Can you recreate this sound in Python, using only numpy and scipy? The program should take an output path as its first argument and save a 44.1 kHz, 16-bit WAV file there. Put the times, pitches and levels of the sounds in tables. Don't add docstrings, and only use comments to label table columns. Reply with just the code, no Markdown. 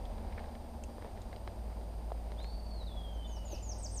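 import sys
import numpy as np
from scipy import signal
from scipy.fft import rfft, irfft
from scipy.io import wavfile

SR = 44100
rng = np.random.default_rng(int(sys.argv[2]) if len(sys.argv) > 2 else 0)


def store_wav(level_fs):
    pcm = np.round(np.clip(np.atleast_2d(level_fs), -1, 1) * 32767)
    wavfile.write(sys.argv[1], SR, pcm.T.astype(np.int16))


N = 176400
T = np.arange(N) / SR

# time_s, pitch_hz, level_db
WHISTLE_ARCH = [(2.368, 3020, -81), (2.392, 3587, -55.5), (2.412, 3990, -60.5), (2.48, 4412, -61),
                (2.55, 4550, -60), (2.62, 4576, -64), (2.70, 4490, -61.5), (2.772, 4280, -61.5),
                (2.828, 3848, -60), (2.85, 3850, -64)]
WHISTLE_FALL = [(2.855, 5040, -71), (2.872, 3900, -60), (2.884, 3580, -55), (2.9, 3500, -67),
                (2.918, 3447, -56), (2.95, 3400, -76), (2.972, 3380, -58), (3.02, 3285, -56.5),
                (3.11, 3190, -63.5), (3.22, 3080, -62.5), (3.38, 2966, -65), (3.48, 2850, -71)]
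# time_s, pitch_hz, level_db
OPENING_NOTE = [(3.132, 6420, -78), (3.153, 6273, -73), (3.185, 5103, -83)]
# length_fraction, base_pitch_hz, gain_db
SLUR_SHAPE = [(0, 7280, -24), (.07, 7030, -8), (.22, 6720, -7), (.5, 6460, -7.5), (.68, 6200, -5),
              (.86, 5470, -2.5), (1, 4580, -2)]
HOOK_SHAPE = [(0, 8050, -12), (.12, 8505, -11), (.44, 8390, -10.5), (.56, 8000, 0.5), (.64, 7000, -5.5),
              (.75, 6200, 2.5), (.9, 5350, -4.5), (1, 4440, -0.5)]
# start_s, length_s, level_db, pitch_factor
SLUR_NOTES = [(3.268, 0.121, -58, 0.98), (3.447, .12, -52, 1.004), (3.621, 0.115, -48.5, 1.02)]
HOOK_NOTES = [(3.78, .091, -47.5, 1.002), (3.911, .092, -45.5, 1.013)]
# start_s, length_s, level_db, pitch_hz
PEEPS = [(3.243, 0.028, -56.5, 3525), (3.299, .028, -68, 3520)]

# start_s, thud_db, clack_db, edge_db
TAPS = [(.181, -35, -51, -53), (.378, -36, -39, -58), (.382, -44, -39.5, -60), (0.441, -41, -47, -61),
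        (0.552, -54, -48, -49), (.982, -32, -66, -55), (1.024, -43, -44, -53), (1.046, -30.5, -51, -58),
        (1.174, -55, -46, -56), (1.329, -38.5, -40.5, -50), (1.362, -53, -48, -45),
        (1.476, -30, -36.5, -42.5), (1.728, -48, -52, -66), (1.812, -36.5, -53, -54),
        (2.104, -37, -60, -58), (2.12, -48, -50, -49.5), (2.319, -33.5, -47, -47.5),
        (2.402, -50, -48.5, -48), (2.444, -46, -39.5, -46)]
# pitch_hz, t60_s
THUD_MODES = [(520, 0.013), (720, 0.011), (950, 0.0052)]
CLACK_MODES = [(1350, 0.0056), (1750, 0.0105), (2200, 0.0095)]
EDGE_MODES = [(3050, 0.0063), (3950, 0.0078), (4900, 0.0043)]
# centre_s, spread_s, level_db
CRUNCHES = [(.38, 0.08, -57.5), (1.05, 0.029, -53), (2.3, 0.18, -70)]
# start_s, crack_db, chip_pitch_hz, chip_db
GRIT_TICKS = [(.054, -60, 3350, -46), (.8375, -39, 2680, -43), (1.218, -48.5, 3900, -48),
              (2.429, -55, 4200, -58), (2.438, -55, 3000, -53)]
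# pitch_hz, gain_db, t60_s
CRACK_MODES = [(5450, -13, 0.0069), (6380, -7, 0.01), (7100, -5.5, 0.009), (7870, -6, 0.0051),
               (11050, -14, 0.0043)]
KNOCK_MODES = [(425, -7.5, 0.021), (673, 0.5, 0.015), (1060, -3, 0.0045)]

# time_s, firing_rate_hz, level_db
ENGINE_FIRING = [(0, 76.6, -53), (.3, 74.64, -46.5), (.72, 68.1, -48), (.85, 67.1, -44.5), (.98, 67.5, -67),
                 (1.18, 66.85, -59), (1.32, 58.5, -52), (1.44, 57.6, -42.5), (1.82, 54.95, -40.5),
                 (3.0, 54.4, -40.5), (4, 54.56, -42.5)]
# time_s, level_db
HUM_LEVEL = [(0, -61), (.9, -67), (1.2, -53.5), (1.7, -56), (2.2, -62), (3.3, -55.5), (3.8, -49),
             (4, -51.5)]
UPPER_HUM_LEVEL = [(1.4, -72), (1.9, -62), (3.0, -59), (4, -68)]
THROB_LEVEL = [(0, -40.5), (.38, -49), (.55, -68), (1.2, -57)]
BOOM_LEVEL = [(0, -55.5), (.4, -55.5), (1.05, -57.5), (1.4, -62), (4, -67)]
# time_s, level_db
AIR_LEVEL = [(0, -45.5), (.4, -44.5), (.7, -48), (1.1, -46.5), (1.6, -47.5), (4, -48)]
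# frequency_hz, relative_density_db
AIR_SPECTRUM = [(22, 0.5), (45, 2), (75, -2), (110, -11.5), (145, -18.5), (200, -10), (290, -16),
                (450, -16), (620, -11.5), (850, -15.5), (1250, -30), (2000, -35.5), (3000, -39),
                (5000, -42), (9000, -68)]
HISS_SPECTRUM = [(1500, -2), (4800, 0.5), (7000, -2.5), (10500, -4), (14000, -5), (16000, -18)]
SIDE_SPECTRUM = [(30, -1), (150, 0), (650, 6), (1500, -14), (14000, -16)]

# pitch_hz, level_db, t60_s
BUMP_MODES = [(330, -33.5, 0.052), (564, -32, 0.05)]
# spread_s, centre_hz, width_hz, level_db
RUSTLE_BANDS = [(0.044, 3900, 2400, -63.5), (0.029, 12200, 3500, -68.5)]
# pitch_hz, waver_hz, level_db
WHINE_TONES = [(8626, 13.6, -76.5), (8706, 78, -85.5), (4770, 50, -77.5), (9400, 98, -81), (12000, 25, -90),
               (14200, 140, -84)]


def bird_note(curve, edge_s=0.0037, waver=0.0025, flutter_db=1.8, drift_hz=94):
    hz, db = along(curve)
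    gate = np.clip(np.minimum(T - curve[0][0], curve[-1][0] - T) / edge_s, 0, 1)
    envelope = gate * from_db(db + flutter_db * drift(drift_hz))
    return envelope * tone(hz * (1 + waver * drift(drift_hz)))


def whistling_bird():
    whistle = bird_note(WHISTLE_ARCH) + bird_note(WHISTLE_FALL)
    husk = from_db(-64) * swell(centre_s=3.56, spread_s=0.045) * noise_band(centre_hz=2780, width_hz=690)
    return whistle + husk


def slurring_bird():
    song = bird_note(OPENING_NOTE)
    for shape, notes in ((SLUR_SHAPE, SLUR_NOTES), (HOOK_SHAPE, HOOK_NOTES)):
        for start_s, length_s, level_db, factor in notes:
            curve = [(start_s + part * length_s, hz * factor, level_db + db) for part, hz, db in shape]
            song += bird_note(curve)
    return song


def birds(road_delay_s=0.001277):
    slurs = slurring_bird()
    road_echo = from_db(-9) * np.interp(T - road_delay_s, T, slurs)
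    direct = slurs + whistling_bird()
    leaves = from_db(-9) * scatter(direct, t60_s=0.075, build_s=0.002)
    wood = from_db(-5.5) * scatter(direct, t60_s=0.77, build_s=0.011)
    return direct + road_echo + leaves + wood


def peeps():
    return sum(bird_note([(s, hz, db), (s + length_s, hz, db)]) for s, length_s, db, hz in PEEPS)


def contacts(starts_s, levels_db, rattle_s=0.0044, rattle_db=-3):
    out, t = np.zeros(N + SR), T[:SR // 20]
    for start_s, db in zip(starts_s, levels_db):
        hit = rng.standard_normal(len(t)) * np.exp(-t / rattle_s)
        hit *= from_db(rattle_db) / np.linalg.norm(hit)
        hit[0] += 1
        first = int(start_s * SR)
        out[first:first + len(t)] += from_db(db) * hit
    return out[:N]


def gravel_taps():
    starts_s, *group_levels_db = np.transpose(TAPS)
    out = np.zeros(N)
    for levels_db, modes in zip(group_levels_db, (THUD_MODES, CLACK_MODES, EDGE_MODES)):
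        clicks = contacts(starts_s, levels_db)
        out += ring_modes(clicks, [(hz, 0, t60_s) for hz, t60_s in modes]) / np.sqrt(len(modes))
    return out


def gravel_crunch(grains_per_s=360, spread_db=5.5, edge_db=-6):
    weight = sum(from_db(db) * swell(centre_s, spread_s) for centre_s, spread_s, db in CRUNCHES)
    slips = rng.random(N) < grains_per_s / SR
    grains = weight * slips * from_db(spread_db * rng.standard_normal(N))
    out = np.zeros(N)
    for modes, db in ((CLACK_MODES, 0), (EDGE_MODES, edge_db)):
        for hz, t60_s in modes:
            out += from_db(db) * ring(grains * rng.standard_normal(N) / 2, hz, t60_s)
    return out


def grit_ticks(chip_t60_s=0.0075):
    starts_s, crack_db, _, _ = np.transpose(GRIT_TICKS)
    out = ring_modes(contacts(starts_s, crack_db), CRACK_MODES)
    for start_s, _, hz, db in GRIT_TICKS:
        snap = np.gradient(contacts([start_s], [db])) * SR / (2 * np.pi * hz)
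        out += ring(snap, hz, chip_t60_s)
    return out


def stone_knock(start_s=2.1184, click_db=-27):
    click = np.zeros(N)
    click[int(start_s * SR)] = from_db(click_db)
    return ring_modes(click, KNOCK_MODES)


def engine(waver=0.0064, flutter_db=0.85, hum_hz=94.34, upper_hum_hz=173.5, throb_hz=44.8):
    firing_hz, db = along(ENGINE_FIRING)
    envelope = from_db(db + flutter_db * drift(rate_hz=5.2))
    out = envelope * tone(firing_hz * (1 + waver * drift(rate_hz=6.0)))
    for hz, level in ((hum_hz, HUM_LEVEL), (upper_hum_hz, UPPER_HUM_LEVEL), (throb_hz, THROB_LEVEL)):
        out += from_db(along(level)[0]) * tone(hz * (1 + waver * drift(rate_hz=14)))
    boom = from_db(along(BOOM_LEVEL)[0]) * noise_band(centre_hz=224.2, width_hz=34.4)
    return out + boom


def air(flutter_db=1.04):
    return shaped_noise(AIR_SPECTRUM) * from_db(along(AIR_LEVEL)[0] + flutter_db * drift(rate_hz=32))


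def camera_bump(start_s=3.527, attack_s=0.0037):
    t = np.maximum(T - start_s, 0)
    attack = 1 - np.exp(-(t / attack_s) ** 2)
    return attack * sum(from_db(db) * decay(t, t60_s) * np.sin(2 * np.pi * hz * t)
                        for hz, db, t60_s in BUMP_MODES)


def rustle(centre_s=3.534, grain_db=4):
    grain = unit_rms(from_db(grain_db * drift(rate_hz=380)))
    return grain * sum(from_db(db) * swell(centre_s, spread_s) * noise_band(hz, width_hz)
                       for spread_s, hz, width_hz, db in RUSTLE_BANDS)


def camera_whine():
    return sum(from_db(db) * tone(hz + waver_hz * drift(rate_hz=134)) for hz, waver_hz, db in WHINE_TONES)


def microphone_hiss(level_db=-69.5):
    return from_db(level_db) * shaped_noise(HISS_SPECTRUM)


def from_db(db):
    return 10 ** (np.asarray(db) / 20)


def unit_rms(x):
    return x / np.sqrt(np.mean(x ** 2) + 1e-20)


def along(rows):
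    times_s, *columns = np.transpose(rows)
    return [np.interp(T, times_s, column) for column in columns]


def swell(centre_s, spread_s):
    return np.exp(-.5 * ((T - centre_s) / spread_s) ** 2)


def decay(t, t60_s):
    return np.exp(-np.log(1000) * t / t60_s)


def tone(hz):
    return np.sqrt(2) * np.sin(2 * np.pi * (np.cumsum(hz) / SR + rng.random()))


def ring(clicks, hz, t60_s):
    radius, angle = decay(1 / SR, t60_s), 2 * np.pi * hz / SR
    return signal.lfilter([0, np.sin(angle)], [1, -2 * radius * np.cos(angle), radius ** 2], clicks + 1e-18)


def ring_modes(clicks, modes):
    return sum((-1) ** k * from_db(db) * ring(clicks, hz, t60_s) for k, (hz, db, t60_s) in enumerate(modes))


def scatter(x, t60_s, build_s):
    t = T[:SR]
    echoes = rng.standard_normal(SR) * decay(t, t60_s) * (1 - np.exp(-t / build_s))
    return signal.fftconvolve(x, echoes / np.linalg.norm(echoes))[:N]


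def coloured_noise(gain_at):
    hz = np.arange(N // 2 + 1) * SR / N + 1e-6
    return unit_rms(irfft(rfft(rng.standard_normal(N)) * gain_at(hz), N))


def drift(rate_hz):
    return coloured_noise(lambda hz: 1 / (1 + (hz / rate_hz) ** 2))


def noise_band(centre_hz, width_hz):
    return coloured_noise(lambda hz: 1 / (1 + (2 * (hz - centre_hz) / width_hz) ** 4))


def shaped_noise(spectrum, low_cut_hz=12):
    points_hz, db = np.transpose(spectrum)
    return coloured_noise(lambda hz: from_db(np.interp(np.log(hz), np.log(points_hz), db))
                          * hz ** 2 / (hz ** 2 + low_cut_hz ** 2))


def scene(side_db=-84.5):
    side = from_db(side_db) * shaped_noise(SIDE_SPECTRUM)
    song = birds() + peeps()
    background = engine() + air() + microphone_hiss() + camera_whine()
    stones = gravel_taps() + gravel_crunch() + grit_ticks() + stone_knock()
    return song + stones + background + camera_bump() + rustle() + side * np.array([[1], [-1]])


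def record(dry):
    cutoff_hz = 15300
    return signal.sosfilt(signal.ellip(10, .1, 80, cutoff_hz, fs=SR, output="sos"), dry)


dry = scene()
out = record(dry)
store_wav(out)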